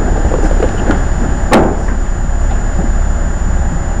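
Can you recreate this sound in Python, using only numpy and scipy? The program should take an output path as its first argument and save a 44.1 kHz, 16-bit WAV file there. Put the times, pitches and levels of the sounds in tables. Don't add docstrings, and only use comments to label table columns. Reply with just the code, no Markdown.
import sys
import numpy as np
from scipy.fft import rfft, irfft
from scipy.io import wavfile
from scipy.ndimage import uniform_filter1d, map_coordinates

SR = 44100
rng = np.random.default_rng(int(sys.argv[2]) if len(sys.argv) > 2 else 0)


def generate_wav(sig):
    pcm = np.round(np.clip(np.atleast_2d(sig).T, -1, 1) * 32767).astype(np.int16)
    wavfile.write(sys.argv[1], SR, pcm)


N = 176400

# frequency in Hz, rms level in dB.
ENGINE_TONES = [(25.9, -22.5), (34.9, -14.5), (54.6, -25.5), (69.8, -21.5), (90, -37), (146, -38),
                (174, -41), (183, -37.5), (243, -38.5), (350, -40), (560, -39), (700, -48.5), (797, -44.5),
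                (1400, -51)]
# frequency in Hz, rms level in dB during a burst.
WHINE_TONES = [(6993, -35.4), (10480, -65)]
# time in seconds, gain in dB.
ROAR_ENVELOPE = [(0, 0.5), (1.0, 3), (1.5, 1.5), (2.6, 1.35), (4, 1.1)]
HISS_ENVELOPE = [(0, -43), (.7, -40.5), (1.45, -43), (1.7, -43), (1.9, -42.5), (2.15, -44), (2.7, -44),
                 (4, -45)]
SHIFT_ENVELOPE = [(0, -20.5), (.1, -26.5), (.18, -23), (.26, -20.5), (.29, -25), (.35, -20), (.41, -22),
                  (.45, -18), (.48, -22), (.58, -31), (.65, -19.5), (.72, -27.5), (.8, -21), (.89, -15),
                  (.95, -21.5), (1.02, -28), (1.15, -42), (1.23, -17), (1.36, -27.5), (1.5, -34),
                  (2.74, -54), (2.8, -26), (2.89, -37), (3, -68)]
# frequency in Hz, relative density in dB.
ROAR_SPECTRUM = [(12, -11), (23, -16), (48, -6), (62, -5), (80, -9.5), (110, -7.5), (135, -14),
                 (180, -11.5), (280, -18.5), (353, -20), (500, -26), (620, -19.5), (740, -22), (830, -19.5),
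                 (940, -26), (1050, -27), (1170, -26), (1280, -28), (1400, -25.5), (1510, -28), (1620, -24),
                 (1750, -27), (1850, -31), (1970, -32), (2120, -37), (2600, -54), (3400, -69)]
HISS_SPECTRUM = [(1800, -4.5), (2600, 8.5), (3200, 7), (4100, 0), (4900, 3.5), (5500, 4.5), (6200, 1),
                 (7500, -3.5), (10300, -6.5), (11400, -17), (12500, -20), (16000, -48)]
SHIFT_SPECTRUM = [(80, -24), (180, -2.5), (320, -1.5), (560, -10), (820, -7.5), (1050, -22), (1700, -15),
                  (2400, -39), (6000, -73)]
KNOCK_SPECTRUM = [(100, 2), (300, 9.5), (780, 6), (1100, -26), (1600, -19), (2400, -41), (6000, -48),
                  (12000, -65)]
THUD_SPECTRUM = [(60, -23), (130, -0.5), (210, 5.5), (340, -2), (480, -6), (800, -6), (1200, -36),
                 (3000, -55), (9000, -75)]
TRICKLE_SPECTRUM = [(1500, -25), (3000, -14), (5500, 12), (9500, 0), (11500, -20), (14000, -40)]
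TICK_SPECTRUM = [(600, -14), (1500, 9), (3000, -5.5), (5400, -7), (8000, -29), (14000, -51)]
PANEL_SPECTRUM = [(60, -18), (180, -1), (350, 9), (800, 3), (1200, 2), (1900, -29), (2800, -36),
                  (5000, -58), (12000, -65)]
CRACK_SPECTRUM = [(500, 4.5), (1700, 12), (3000, -14), (4500, -38), (7000, -16), (12000, -29), (16000, 0)]
ECHO_SPECTRUM = [(70, 0.5), (170, 2), (380, 4), (560, -4), (850, -4), (1100, -15), (1600, -17), (2400, -33),
                 (6000, -76)]
# multiple of its pitch, relative density in dB.
CLINK_SPECTRUM = [(.3, -5.5), (.8, -10.5), (1, -4), (1.2, -13), (2, -42), (4, -56), (8, -64)]
# start in seconds, level in dB, pitch in Hz, t60 in seconds.
BODY_KNOCKS = [(.015, -1.5, 440, 0.013), (.079, -9.5, 367, 0.028), (.121, -6, 398, 0.023),
               (.16, -11, 720, .02), (.176, -5.5, 604, 0.022), (.253, -13, 570, 0.024),
               (.315, -8, 493, 0.044), (.3395, 1.5, 504, 0.029), (.358, -4, 493, 0.017),
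               (.3845, -7, 710, .018), (.3865, -1, 363, 0.023), (.432, -1, 439, 0.027),
               (.4465, -6, 285, 0.032), (.5115, 1.5, 587, 0.014), (.567, -8, 413, .025),
               (.602, -0.5, 396, 0.023), (.6255, -2.5, 457, 0.048), (.64, -3.5, 499, 0.046),
               (.745, -8.5, 440, 0.019), (.855, -16, 412, 0.017), (.88, -8, 540, 0.02),
               (.8955, -2.5, 337, 0.046), (.9085, -2.5, 1426, 0.024), (2.509, -18.5, 802, 0.083)]
BODY_THUDS = [(.248, -4, 60, 0.18), (1.215, -14, 235, 0.16), (1.561, -1.5, 186, .16),
              (1.912, -15, 231, 0.17), (2.246, -18, 160, 0.15), (2.786, -7, 183, 0.12),
              (2.84, -13.5, 235, 0.11), (3.721, -14, 162, 0.2)]
METAL_CLINKS = [(0.626, -9, 1370, 0.041), (0.629, -31, 2960, 0.2), (0.692, -34, 2980, 0.037),
                (0.908, -17.5, 1420, 0.2), (0.912, -30, 2920, 0.24), (1.531, 5.5, 1740, 0.035),
                (1.88, -17, 1660, 0.32), (2.508, -34, 3050, 0.18)]
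# start in seconds, level in dB, length in seconds.
GRIT_TRICKLES = [(0.422, -39.5, .07), (1.759, -43, 0.17)]
# start in seconds, level in dB.
STONE_TICKS = [(0.628, -30), (0.689, -13), (0.9098, -8), (1.568, -6), (1.597, -20), (2.2438, -27),
               (2.51, -22.5)]
# start in seconds, level in dB, initial pitch in Hz.
STEEL_SQUEAKS = [(0.774, -36, 3020), (.79, -34.5, 2930)]
# start in seconds, level in dB.
GATE_CONTACTS = [(1.511, -12), (1.5204, -1), (1.532, 6)]
# frequency in Hz, relative level in dB, t60 in seconds.
GATE_MODES = [(183.4, -14.5, 0.36), (236.8, -7, 0.23), (333, -7, 0.25), (374.5, -15.5, 0.8),
              (513, -4.5, 0.14), (550.6, -9.5, 0.32), (636, -14.5, 0.54), (779, -11.5, 0.28),
              (937, -29, 0.19), (1153, -16.5, 0.14), (1386, -21.5, 0.26), (1757, -18.5, 0.14),
              (2360, -27, 0.096), (2500, -26, 0.09), (2960, -36, 0.16)]
# start in seconds, level in dB, length in seconds.
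LATCH_CRACKS = [(1.5338, 12, .0045), (1.5438, 13, .0014)]
# delay in seconds, level in dB, t60 in seconds.
YARD_ECHOES = [(.034, -1.5, 0.6), (.09, -9.5, 0.52), (.14, -12, 0.33), (.25, -17.5, .9)]
# frequency in Hz, gain in dB.
TREBLE_DROOP = [(9000, 0), (11000, -2), (12500, -14), (16000, -15)]


def amp(db):
    return 10 ** (np.asarray(db) / 20)


def unit_rms(x):
    return x / np.sqrt(np.mean(x ** 2) + 1e-20)


def clock(size=N):
    return np.arange(size) / SR


def envelope(rows):
    return amp(np.interp(clock(), *np.transpose(rows)))


def wobble(knots_per_s):
    return map_coordinates(rng.standard_normal(256), [clock() * knots_per_s], mode="wrap")


def noise(spectrum, size=N, scale=1):
    hz, db = np.transpose(spectrum)
    bin_hz = np.fft.rfftfreq(size, 1 / SR)
    gain = amp(np.interp(np.log(bin_hz + 1), np.log(hz * scale + 1), db))
    return unit_rms(irfft(rfft(rng.standard_normal(size)) * gain, size))


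def decay(t60, attack_s):
    t = clock(SR)
    return np.exp(-np.log(1000) * t / t60) * (1 - np.exp(-t / attack_s))


def ring(hz, t60, rattle_rad=0.92):
    phase = 2 * np.pi * (hz * clock(SR) + rng.random()) + rattle_rad * wobble(68)[:SR]
    return np.sqrt(2) * np.sin(phase) * decay(t60, attack_s=0.002)


def mix(events):
    out = np.zeros(N)
    for start, db, sound in events:
        i = round(start * SR)
        out[i:i + len(sound)] += amp(db) * sound[:N - i]
    return out


def engine(firing_hz=34.77, drift=0.0061, pulse_depth=0.12):
    phase_per_hz = 2 * np.pi * np.cumsum(1 + drift * wobble(4)) / SR
    drone = np.zeros(N)
    for hz, db in ENGINE_TONES:
        peak = np.sqrt(2) * amp(db + 1.76 * wobble(6.8))
        drone += peak * np.sin(hz * phase_per_hz + 2 * np.pi * rng.random())
    pulsing = 1 + pulse_depth * np.cos(firing_hz * phase_per_hz)
    roar = unit_rms(noise(ROAR_SPECTRUM) * pulsing) * amp(-21.5 + 0.29 * wobble(10))
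    return drone + roar * envelope(ROAR_ENVELOPE)


def camera(burst_hz=81.355, duty=0.78, jitter_rad=0.39, edge_cycles=0.0037):
    burst, position = np.divmod(clock() * burst_hz + 0.5, 1)
    scatter = jitter_rad * rng.standard_normal(int(burst[-1]) + 1)[burst.astype(int)]
    phase = np.pi * burst + scatter + 1.1 * wobble(1.7)
    whine = sum(amp(db) * np.sin(2 * np.pi * hz * position / burst_hz + phase) for hz, db in WHINE_TONES)
    gate = np.clip((duty / 2 - abs(position - 0.5)) / edge_cycles + 0.5, 0, 1)
    return np.sqrt(2) * gate * whine + noise(HISS_SPECTRUM) * envelope(HISS_ENVELOPE)


def shifting_load():
    return noise(SHIFT_SPECTRUM) * envelope(SHIFT_ENVELOPE) * amp(1.9 * wobble(45.7))


def body_impacts(rows, spectrum, noise_db):
    events = []
    for start, db, hz, t60 in rows:
        burst = amp(noise_db) * noise(spectrum, SR) * decay(t60, attack_s=0.0005)
        events.append((start, db, ring(hz, t60) + burst))
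    return mix(events)


def trickles():
    events = []
    for start, db, length in GRIT_TRICKLES:
        arch = np.sin(np.pi * np.minimum(clock(SR) / length, 1))
        events.append((start, db, noise(TRICKLE_SPECTRUM, SR) * np.sqrt(abs(arch))))
    return mix(events)


def clinks():
    return mix((start, db, noise(CLINK_SPECTRUM, SR, scale=hz) * decay(t60, attack_s=0.00014))
               for start, db, hz, t60 in METAL_CLINKS)


def ticks():
    return mix((start, db, noise(TICK_SPECTRUM, SR) * decay(t60=0.0087, attack_s=0.00068))
               for start, db in STONE_TICKS)


def squeaks(length_s=0.016, pitch_sag=0.062):
    progress = np.minimum(clock(SR) / length_s, 1)
    events = []
    for start, db, hz in STEEL_SQUEAKS:
        phase = 2 * np.pi * np.cumsum(hz * (1 - pitch_sag * progress)) / SR
        roughness = 0.86 * wobble(620)[:SR]
        events.append((start, db, 2 * np.sin(np.pi * progress) * np.sin(phase + roughness)))
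    return mix(events)


def tailgate():
    events = []
    for start, db in GATE_CONTACTS:
        modes = sum(amp(mode_db + rng.normal(0, 0.51)) * ring(hz, t60) for hz, mode_db, t60 in GATE_MODES)
        panels = amp(-2.5) * noise(PANEL_SPECTRUM, SR) * decay(t60=0.21, attack_s=0.0014)
        events.append((start, db, modes + panels))
    return mix(events)


def latch():
    events = []
    for start, db, length in LATCH_CRACKS:
        pulse = np.exp(-np.minimum(clock(SR) / length, 10) ** 6)
        events.append((start, db, noise(CRACK_SPECTRUM, SR) * pulse))
    return mix(events)


def echoes():
    slam_s, _ = max(GATE_CONTACTS, key=lambda row: row[1])
    return mix((slam_s + delay, db, noise(ECHO_SPECTRUM, SR) * decay(t60, attack_s=0.0098))
               for delay, db, t60 in YARD_ECHOES)


def gain_control(x, overload_rms=1.0, window_s=0.025, cut_steps=2, step_db=1.5, step_s=0.41):
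    t, width = clock(), round(window_s * SR)
    overloaded = uniform_filter1d(x ** 2, width) > overload_rms ** 2
    since_overload = t - np.maximum.accumulate(np.where(overloaded, t, -np.inf))
    steps_down = np.ceil(np.maximum(cut_steps - since_overload / step_s, 0))
    return x * amp(-step_db * uniform_filter1d(steps_down, width))


def scene():
    out = engine() + shifting_load()
    out += body_impacts(BODY_KNOCKS, KNOCK_SPECTRUM, noise_db=-6)
    out += body_impacts(BODY_THUDS, THUD_SPECTRUM, noise_db=-9)
    out += clinks() + ticks() + trickles() + squeaks()
    out += tailgate() + latch() + echoes()
    return (out + camera())[None]


def record(dry, ceiling=0.70, dc_offset=-0.0765, band_limit_hz=15800):
    clipped = np.clip(gain_control(dry[0]), -ceiling, ceiling) + dc_offset
    padded = np.pad(clipped, SR, mode="reflect", reflect_type="odd")
    hz = np.fft.rfftfreq(len(padded), 1 / SR)
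    response = amp(np.interp(hz, *np.transpose(TREBLE_DROOP))) / (1 + (hz / band_limit_hz) ** 80)
    return irfft(rfft(padded) * response)[None, SR:SR + N]


dry = scene()
out = record(dry)
generate_wav(out)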